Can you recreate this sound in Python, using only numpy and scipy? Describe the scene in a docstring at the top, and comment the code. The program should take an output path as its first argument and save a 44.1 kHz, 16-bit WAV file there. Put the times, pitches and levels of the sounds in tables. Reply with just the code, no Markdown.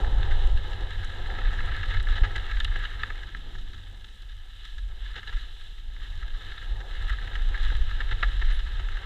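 """A mountain bike runs down a dirt trail, crosses a tarmac road and takes to dirt again: tyres crunch, the tread drones.
The microphone rides on the rider's helmet in a sealed case, whose resonances shape filtered noise into
rattle, crunch, knocks, grit ticks and the rush of air. Wind buffets the case as slow low noise,
one jolt is a dying low sine, and while coasting the freewheel ticks as pawl drops ring the hub shell.
A brief spoke ping, the camera's steady whine and microphone hiss lie behind."""
import sys
import numpy as np
from scipy import signal
from scipy.fft import rfft, irfft, next_fast_len
from scipy.io import wavfile
from scipy.ndimage import uniform_filter1d

SR = 44100
rng = np.random.default_rng(int(sys.argv[2]) if len(sys.argv) > 2 else 0)


def master(y):
    """Save y as 16-bit WAV."""
    cut = np.clip(np.atleast_2d(y).T, -1, 1)
    pcm = np.round(cut * 32767)  # scale
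    wavfile.write(sys.argv[1], SR, pcm.astype(np.int16))


N = 399105  # samples, about 9 s


def undb(db):
    """Turn dB into an amplitude factor."""
    return 10 ** (np.asarray(db) / 20)


def unit(x):
    """Scale to an rms of 1."""
    return x / np.sqrt(np.mean(x ** 2))


def band(x, low_hz, high_hz, order=2):
    """Butterworth band-pass."""
    return signal.sosfilt(signal.butter(order, [low_hz, high_hz], "bandpass", fs=SR, output="sos"), x)


def coloured(points):
    """Noise whose spectrum follows (hz, db) points, joined along log frequency."""
    hz, db = np.transpose(points)
    size = next_fast_len(N)
    bin_hz = np.arange(1, size // 2 + 2) * SR / size
    gain = undb(np.interp(np.log(bin_hz), np.log(hz), db))
    return unit(irfft(rfft(rng.standard_normal(size)) * gain, size)[:N])


def walk(rate):
    """Slow random wander of rms 1: a new level `rate` times a second, reached by a straight slew."""
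    hold = int(SR / rate)
    steps = np.repeat(rng.standard_normal(N // hold + 1), hold)
    return unit(uniform_filter1d(steps, hold)[:N])


def curves(t, table):
    """Columns of a table joined by straight lines in time."""
    s, *columns = np.transpose(table)
    return [np.interp(t, s, column) for column in columns]


def case(x):
    """The sealed case colours what reaches the microphone: one peaking section per resonance or dip."""
    # resonances and dips of the case: centre_hz, width_hz, gain_db
    modes = [(372, 58, 4.5), (526, 43, 4), (607, 78, -9), (811, 140, 3.5), (1095, 95, -8), (1311, 160, 6.5),
             (1454, 97, -11), (1679, 380, 13.5), (1884, 1200, -1), (2372, 162, -13.5), (2980, 385, 7),
             (3766, 1460, 11), (4376, 240, -9.5), (4720, 280, -3), (6700, 340, -1), (7300, 910, 5.5),
             (9900, 600, 1), (10700, 690, 3.5)]
    sections = []
    for hz, width_hz, db in modes:
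        w = 2 * np.pi * hz / SR
        a = 10 ** (db / 40)
        s = np.sin(w) * width_hz / hz / 2
        top = [1 + s * a, -2 * np.cos(w), 1 - s * a]
        bottom = [1 + s / a, -2 * np.cos(w), 1 - s / a]
        sections.append(np.array(top + bottom) / (1 + s / a))
    return signal.sosfilt(sections, x)


def microphone_hiss():
    """Steady self-noise of the microphone: coloured noise, then a band-pass."""
    # hiss spectrum ahead of the band-pass: frequency_hz, density_db (per Hz)
    spectrum = [(3000, -2.5), (5000, 0), (8000, -6), (12000, -7.5), (15000, -6)]
    level_db = -72  # ahead of the band-pass
    return undb(level_db) * band(coloured(spectrum), 3200, 17000, order=1)


def camera_whine(t):
    """A faint steady sine from the camera."""
    hz, peak_db = 4740, -81
    return undb(peak_db) * np.sin(2 * np.pi * hz * t)


def wind(buffet_db, drum_db, rush_db):
    """Eddies pump the case slowly, drum the helmet shell and rush past the walls."""
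    # eddy spectrum ahead of the band-passes: frequency_hz, density_db (per Hz)
    spectrum = [(8.8, -24), (15, 1), (32, -0.5), (45, -3), (56, -9.5), (70, -13), (97, -10.5), (135, -27),
                (200, -27), (260, -72), (440, -120)]
    eddies = coloured(spectrum)
    buffet = unit(band(eddies, 11.8, 54.9, order=4))
    drum = unit(band(eddies, 70, 156, order=2) + 2.0 * band(eddies, 85.0, 91.5, order=1))
    flutter = undb(2.0 * walk(14))
    rush = unit(band(case(rng.standard_normal(N) * flutter), 318, 947, order=2))
    return undb(buffet_db) * buffet + undb(drum_db) * drum + undb(rush_db + 1.5) * rush


def jolt(t):
    """One heavy bump throws the case: a low swing, mostly gone after two cycles."""
    start_s, hz = 2.217, 33.7
    level_db = -4.5  # ahead of the onset and decay
    onset_s, decay_s = 0.0042, 0.021
    age = np.maximum(t - start_s, 0)
    swing = np.sin(2 * np.pi * hz * age)
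    return undb(level_db) * swing * (1 - np.exp(-age / onset_s)) * np.exp(-age / decay_s)


def spoke_ping(t):
    """A spoke rings once: a thin high sine with a soft onset and a bell-shaped decay."""
    start_s, hz = 8.523, 9730
    level_db = -62  # ahead of the onset and decay
    onset_s, t60_s = 0.0022, .12
    age = np.maximum(t - start_s, 0)
    decay = 1000 ** (-(age / t60_s) ** 2)
    return undb(level_db) * (1 - np.exp(-age / onset_s)) * decay * np.sin(2 * np.pi * hz * age)


def freewheel(t):
    """Pawls drop over the ratchet teeth at the listed rate and ring the hub shell."""
    # coasting: time_s, level_db (gain on the ticks at unit rms), pawl_drops_per_s
    coasting = [(3.4, -100, 71), (3.8, -80, 76), (4.0, -76, 63), (4.3, -82, 68), (4.7, -77, 63),
                (4.948, -84, 86), (5.4, -88, 82), (5.6, -75, 71), (5.9, -89, 68)]
    # ringing of the hub shell: frequency_hz, level_db (relative), t60_s
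    shell_modes = [(7300, -10, .012), (8030, 3, 0.013), (9400, -1, .02), (6200, -6, .008)]
    s, level_db, rate = np.transpose(coasting)
    tooth = np.floor(np.cumsum(np.interp(t, s, rate)) / SR)
    uneven = undb(2.7 * rng.standard_normal(N))
    drops = np.diff(tooth, prepend=0) * uneven
    age = t[:2048]
    shell = sum(undb(db) * np.sin(2 * np.pi * hz * age) * 1000 ** (-age / t60_s)
                for hz, db, t60_s in shell_modes)
    ticks = unit(signal.fftconvolve(drops, shell)[:N])
    return undb(np.interp(t, s, level_db, left=-140, right=-140)) * ticks


def blow(peak_ms, length_ms, tail_ms, shares):
    """One contact: a ragged push into the case, mixed from (low_hz, high_hz, rms_db) bands."""
    ms = np.arange(4096) * 1000 / SR
    end = max(length_ms - 1.5, peak_ms + .3)  # the case rings on a little after the push
    push_ms = [0, .4, max(peak_ms, .5), end + .3, end + tail_ms]
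    push = undb(np.interp(ms, push_ms, [-20, -2.5, -3, -8, -40]))
    chatter = undb(1.9 * np.repeat(rng.standard_normal(64), 64))  # the parts bounce about every 1.5 ms
    ring = case(rng.standard_normal(len(ms)) * chatter * push)
    sound = np.zeros(len(ms))
    for low_hz, high_hz, rms_db in shares:
        part = band(ring, low_hz, high_hz, order=3)
        # all the energy counted over the blow's length
        rms = np.sqrt(np.sum(part ** 2) / (length_ms * SR / 1000))
        sound += undb(rms_db) * part / rms
    return sound


def place(out, start_s, sound):
    """Add a sound at its time, cut at the end of the scene."""
    i = int(start_s * SR)
    sound = sound[:N - i]
    out[i:i + len(sound)] += sound


def grit_ticks():
    """Grit thrown against the case: very short bright blows."""
    # grit: start_s, level_db, crack_share_db (levels ahead of the trims below)
    ticks = [(0.3107, -56, 5), (0.4713, -47, 8), (0.5751, -50, 19), (0.53, -57, 10), (1.046, -39.5, -9),
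             (1.5444, -56, 2), (1.6596, -47, 6), (1.8612, -58, 8), (1.9051, -55, 13), (2.0278, -42.5, -5),
             (2.16, -60, 13), (2.362, -37.5, -1), (2.601, -39, 15), (2.6458, -34.5, 10), (5.1587, -57, 10),
             (5.2804, -55, 9), (6.954, -51, 12), (7.0234, -50, 11), (7.0978, -49.5, 12), (7.4864, -48, 3),
             (7.649, -52, 6), (7.767, -46, 6), (7.822, -51, 6), (7.866, -57, 6), (7.953, -55, 6),
             (8.11, -59, 17), (8.2072, -55, 20), (8.2295, -54, 27), (8.295, -56, 10), (8.339, -55, 8),
             (8.5001, -61, 11), (8.511, -54, 12), (8.5939, -56, 16), (8.6378, -60, 5), (8.6507, -50, 6)]
    out = np.zeros(N)
    for s, db, crack_db in ticks:
        shares = [(4800, 10000, db - 7.5), (2440, 4100, db + crack_db - 3.5)]
        place(out, s, blow(.5, 1.5, 7.9, shares))
    return out


def knocks():
    """Knocks, rattles and scrapes of chain, frame and tyres: longer blows from thud to treble."""
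    # contacts: start_s, body_rms_db, low_share_db, crack_share_db (shares relative to body), length_ms
    contacts = [(0.045, -34, -11, -25.5, 4.9), (0.2293, -36.5, -22, -3.5, 3.3), (0.308, -38.5, -19, -9, 22),
                (0.729, -44.5, -19, 0, 12), (1.2984, -37, -25, -18, 6.8), (1.3831, -38.5, -8, -9, 16),
                (1.5245, -39.5, -12, -11, 17), (1.604, -35, -26, -14, 5), (1.721, -35.5, -21, -22, 3.5),
                (1.83, -33.5, -25, -10, 14), (1.9022, -39, -15, -4, 20), (1.9375, -38, -15, -17, 20),
                (1.967, -34, -28, -10, 9.8), (1.998, -36, -25, -4, 7.6), (2.069, -34.5, -23, -20, 7.2),
                (2.0857, -35, -21, -3, 3.7), (2.154, -37, -15, -5, 37), (2.2341, -33.5, -12, -8.5, 31),
                (2.3552, -33, -16.5, -6.5, 17), (2.379, -34, -21, -6, 3.7), (2.5108, -36, -27, -7, 12),
                (2.5695, -35.5, -34, -6, 4.7), (2.601, -33, -25.5, -1, 9.4), (2.6467, -35, -20, 4.5, 7.4),
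                (2.7568, -35, -11.5, -10, 11), (2.8363, -36, -28, -7, 9.5), (2.8507, -32, -29, -4.5, 7.7),
                (3.0325, -21.5, -26, -10, 3.6), (3.1026, -32, -18, -16, 5), (3.2311, -39.5, -31, -10, 7.3),
                (3.2886, -43.5, -32, -7, 5.5), (3.347, -32, -22, -15, 4.1), (3.5486, -45, -14, -12, 14),
                (3.5828, -52, -21, -1, 13.5), (3.73, -51, -20, -6, 20), (4.0434, -51.5, -15.5, 5, 6.8),
                (4.7798, -47, -20, -4.5, 14), (5.1543, -42, -12.5, -2.5, 44), (5.2298, -40, -28, -10, 6.2),
                (5.272, -42.5, -16, -0.5, 16), (5.2914, -42.5, -15.5, -6, 12),
                (5.3256, -42.5, -18, -17, 12), (5.3687, -43, -23, -9, 8.9), (5.9637, -47, -20, -10, 5),
                (6.2245, -43, -28, -19, 11), (6.278, -43.5, -21, -6, 7.5), (6.6258, -42, -17, -16, 3.4),
                (6.8024, -45, -16, -6.5, 15), (7.095, -33.5, -25, -10.5, 11.5),
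                (7.276, -37.5, -23, -7, 4.3), (7.3521, -35, -29, -7, 12), (7.542, -33.5, -32, -20, 9.9),
                (7.575, -37, -34, -6, 6.5), (7.647, -38.5, -20, -3.5, 8.3), (7.7007, -36, -22, -8, 7.3),
                (7.716, -45.5, -0.5, -6, 10), (7.7512, -38, -23, -2, 3.8), (7.9124, -39, -21, -24, 8.9),
                (8.003, -33.5, -17.5, -9, 18.5), (8.1097, -34, -14.5, -6, 22),
                (8.226, -26.5, -15, -8.5, 5.7), (8.2306, -20.5, -20.5, -13, 5.4),
                (8.242, -34.5, -22, -10, 7.4), (8.4148, -33.5, -15, -10, 15), (8.4993, -41, -19, -6.5, 36),
                (8.5908, -43, -18, -1, 17), (8.7946, -42.5, -8.5, -4, 14), (8.8855, -37.5, -25, -12, 5.6),
                (8.9693, -36, -26, -10, 7.6)]
    peak_share, tail_ms = 0.49, 11  # a blow peaks part-way through its length
    thud_over_low_db = -1
    # harder cracks carry only a little more treble, dB per dB
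    middling_crack_db, middling_treble_db, treble_per_crack = -45, -62.5, .3
    out = np.zeros(N)
    for s, body_db, low_share_db, crack_share_db, length_ms in contacts:
        low_db = body_db + low_share_db
        crack_db = body_db + crack_share_db
        treble_db = middling_treble_db + treble_per_crack * (crack_db - middling_crack_db)
        shares = [(1240, 2194, body_db), (200, 550, low_db + thud_over_low_db), (687, 950, low_db),
                  (2660, 3950, crack_db), (4330, 6700, treble_db)]
        place(out, s, blow(peak_share * length_ms, length_ms, tail_ms, shares))
    return out


def grains(rate, scatter_db, length_s):
    """Random small impacts, `rate` a second, of unlike sizes: each a swelling and dying puff of noise."""
    hit = (rng.random(N) < rate / SR) * undb(scatter_db * rng.standard_normal(N))
    pole = np.exp(-1 / (length_s * SR))
    puffs = signal.lfilter([1], [1, -2 * pole, pole ** 2], hit)
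    return unit(puffs * rng.standard_normal(N))


def rolling(drone_db, rattle_db, crunch_db, grit_db):
    """The tread drones; loose parts and stones excite the case and come in surges over bumps."""
    surge = undb(0.93 * walk(18) + 1.14 * walk(45))
    parts = grains(200, 3.9, 0.0025)
    stones = grains(500, 4.2, 0.00075)
    drone = unit(band(rng.standard_normal(N), 98, 279, order=2))

    rattle = case(surge * (parts + 0.46 * stones + 1.1 * rng.standard_normal(N)))
    rattle = unit(band(rattle, 1042, 2450, order=3))

    surging = surge * (0.49 * parts + 0.56 * stones + 0.58 * rng.standard_normal(N))
    crunch = case(surging + 0.67 * rng.standard_normal(N))
    crunch = unit(band(crunch, 2200, 4140, order=4))

    grit = case(surge * 0.73 * stones + rng.standard_normal(N))
    grit = unit(band(grit, 4200, 7200, order=1))
    return (undb(drone_db) * drone + undb(rattle_db + 1.0) * rattle
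            + undb(crunch_db + 1.0) * crunch + undb(grit_db + 0.5) * grit)


def scene():
    """The ride: wind, speed and ground set the level of each layer."""
    # gusts on the case: time_s, buffeting_db (ahead of a small wander)
    gusts = [(0.0, -19.5), (0.42, -19.5), (0.5, -8), (0.56, -10.5), (0.61, -30.5), (0.75, -32),
             (1.41, -29.5), (1.46, -23.5), (1.94, -24), (1.99, -13), (2.04, -31), (2.11, -12.5),
             (2.17, -24), (2.29, -25.5), (2.85, -23), (2.89, -31.5), (4.26, -41), (4.6, -39.5),
             (4.9, -30.5), (5.27, -34), (5.34, -20), (5.4, -29), (5.67, -39), (6.1, -29.5), (6.63, -37),
             (6.72, -23.5), (6.93, -34), (7.06, -18.5), (7.28, -34), (7.41, -22.5), (7.61, -23.5),
             (7.68, -18), (7.91, -22.5), (8.49, -22), (9.05, -30)]
    # air past the helmet: time_s, rush_db (ahead of a trim in wind)
    air = [(0.0, -43.5), (0.6, -49.5), (1.08, -48.5), (2.19, -51), (2.34, -52.5), (3.33, -59), (4.28, -70),
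           (4.61, -69), (5.17, -63), (5.67, -69.5), (5.95, -66.5), (6.15, -62.5), (6.81, -57.5),
           (7.56, -54), (7.86, -57), (8.24, -55), (8.59, -61), (9.05, -55)]
    # ground under the wheels: time_s, rattle_db, crunch_db (ahead of bumps and trims)
    trail = [(0.0, -45, -46), (0.17, -48, -49.5), (0.4, -47.5, -46), (0.6, -50, -49.5), (1.31, -47, -49.5),
             (1.56, -43, -49), (1.98, -42.5, -45), (2.045, -48.5, -50.5), (2.1, -43.5, -47.5),
             (3.02, -46, -50), (3.17, -49, -52), (3.38, -56, -55.5), (3.58, -57, -53), (3.9, -60, -57.5),
             (4.15, -59, -56), (4.42, -62.5, -59.5), (4.66, -56.5, -51), (4.9, -61.5, -60),
             (5.06, -50.5, -49.5), (5.13, -52.5, -54.5), (5.33, -49.5, -50.5), (5.5, -55, -51.5),
             (5.7, -57.5, -52), (5.87, -63.5, -59.5), (6.03, -51.5, -51.5), (6.3, -53, -54),
             (6.52, -47.5, -48), (6.75, -54, -53), (7.0, -47, -49), (7.38, -47.5, -50), (7.68, -44, -46),
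             (7.93, -47.5, -49.5), (8.27, -45, -46.5), (8.57, -50, -49.5), (9.05, -46.5, -51)]
    t = np.arange(N) / SR
    gust, = curves(t, gusts)
    rush, = curves(t, air)
    rattle, crunch = curves(t, trail)

    # dB around middling wind and crunch
    gustier, faster, rougher = gust + 28, rush + 57, crunch + 51
    drum = -45.5 + .75 * faster + 0.2 * gustier + 2.13 * walk(11)
    # the tread drones louder at speed and hums more on the hard road
    tarmac_start_s, tarmac_end_s, fade_s = 3.17, 4.15, .2
    tarmac = np.clip(np.minimum(t - tarmac_start_s, tarmac_end_s - t) / fade_s, 0, 1)
    drone = -61.5 + 0.62 * faster + 6.5 * tarmac + 1.8 * walk(12)
    grit = -66 + 0.72 * rougher + .7 * walk(15)
    bumps = walk(10)  # small bumps shake parts and stones together

    background = camera_whine(t) + wind(gust + 0.55 * walk(9.2), drum, rush)
    events = jolt(t) + spoke_ping(t) + freewheel(t) + grit_ticks() + knocks()
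    wheels = rolling(drone, rattle + 0.83 * bumps, crunch + 0.6 * bumps, grit)
    return (background + events + wheels)[None]


def record(dry):
    """Microphone hiss joins, then a steep low-pass cuts the top."""
    top_hz = 15250
    low_pass = signal.ellip(10, .2, 60, top_hz, fs=SR, output="sos")
    return signal.sosfilt(low_pass, dry + microphone_hiss())


dry = scene()
out = record(dry)
master(out)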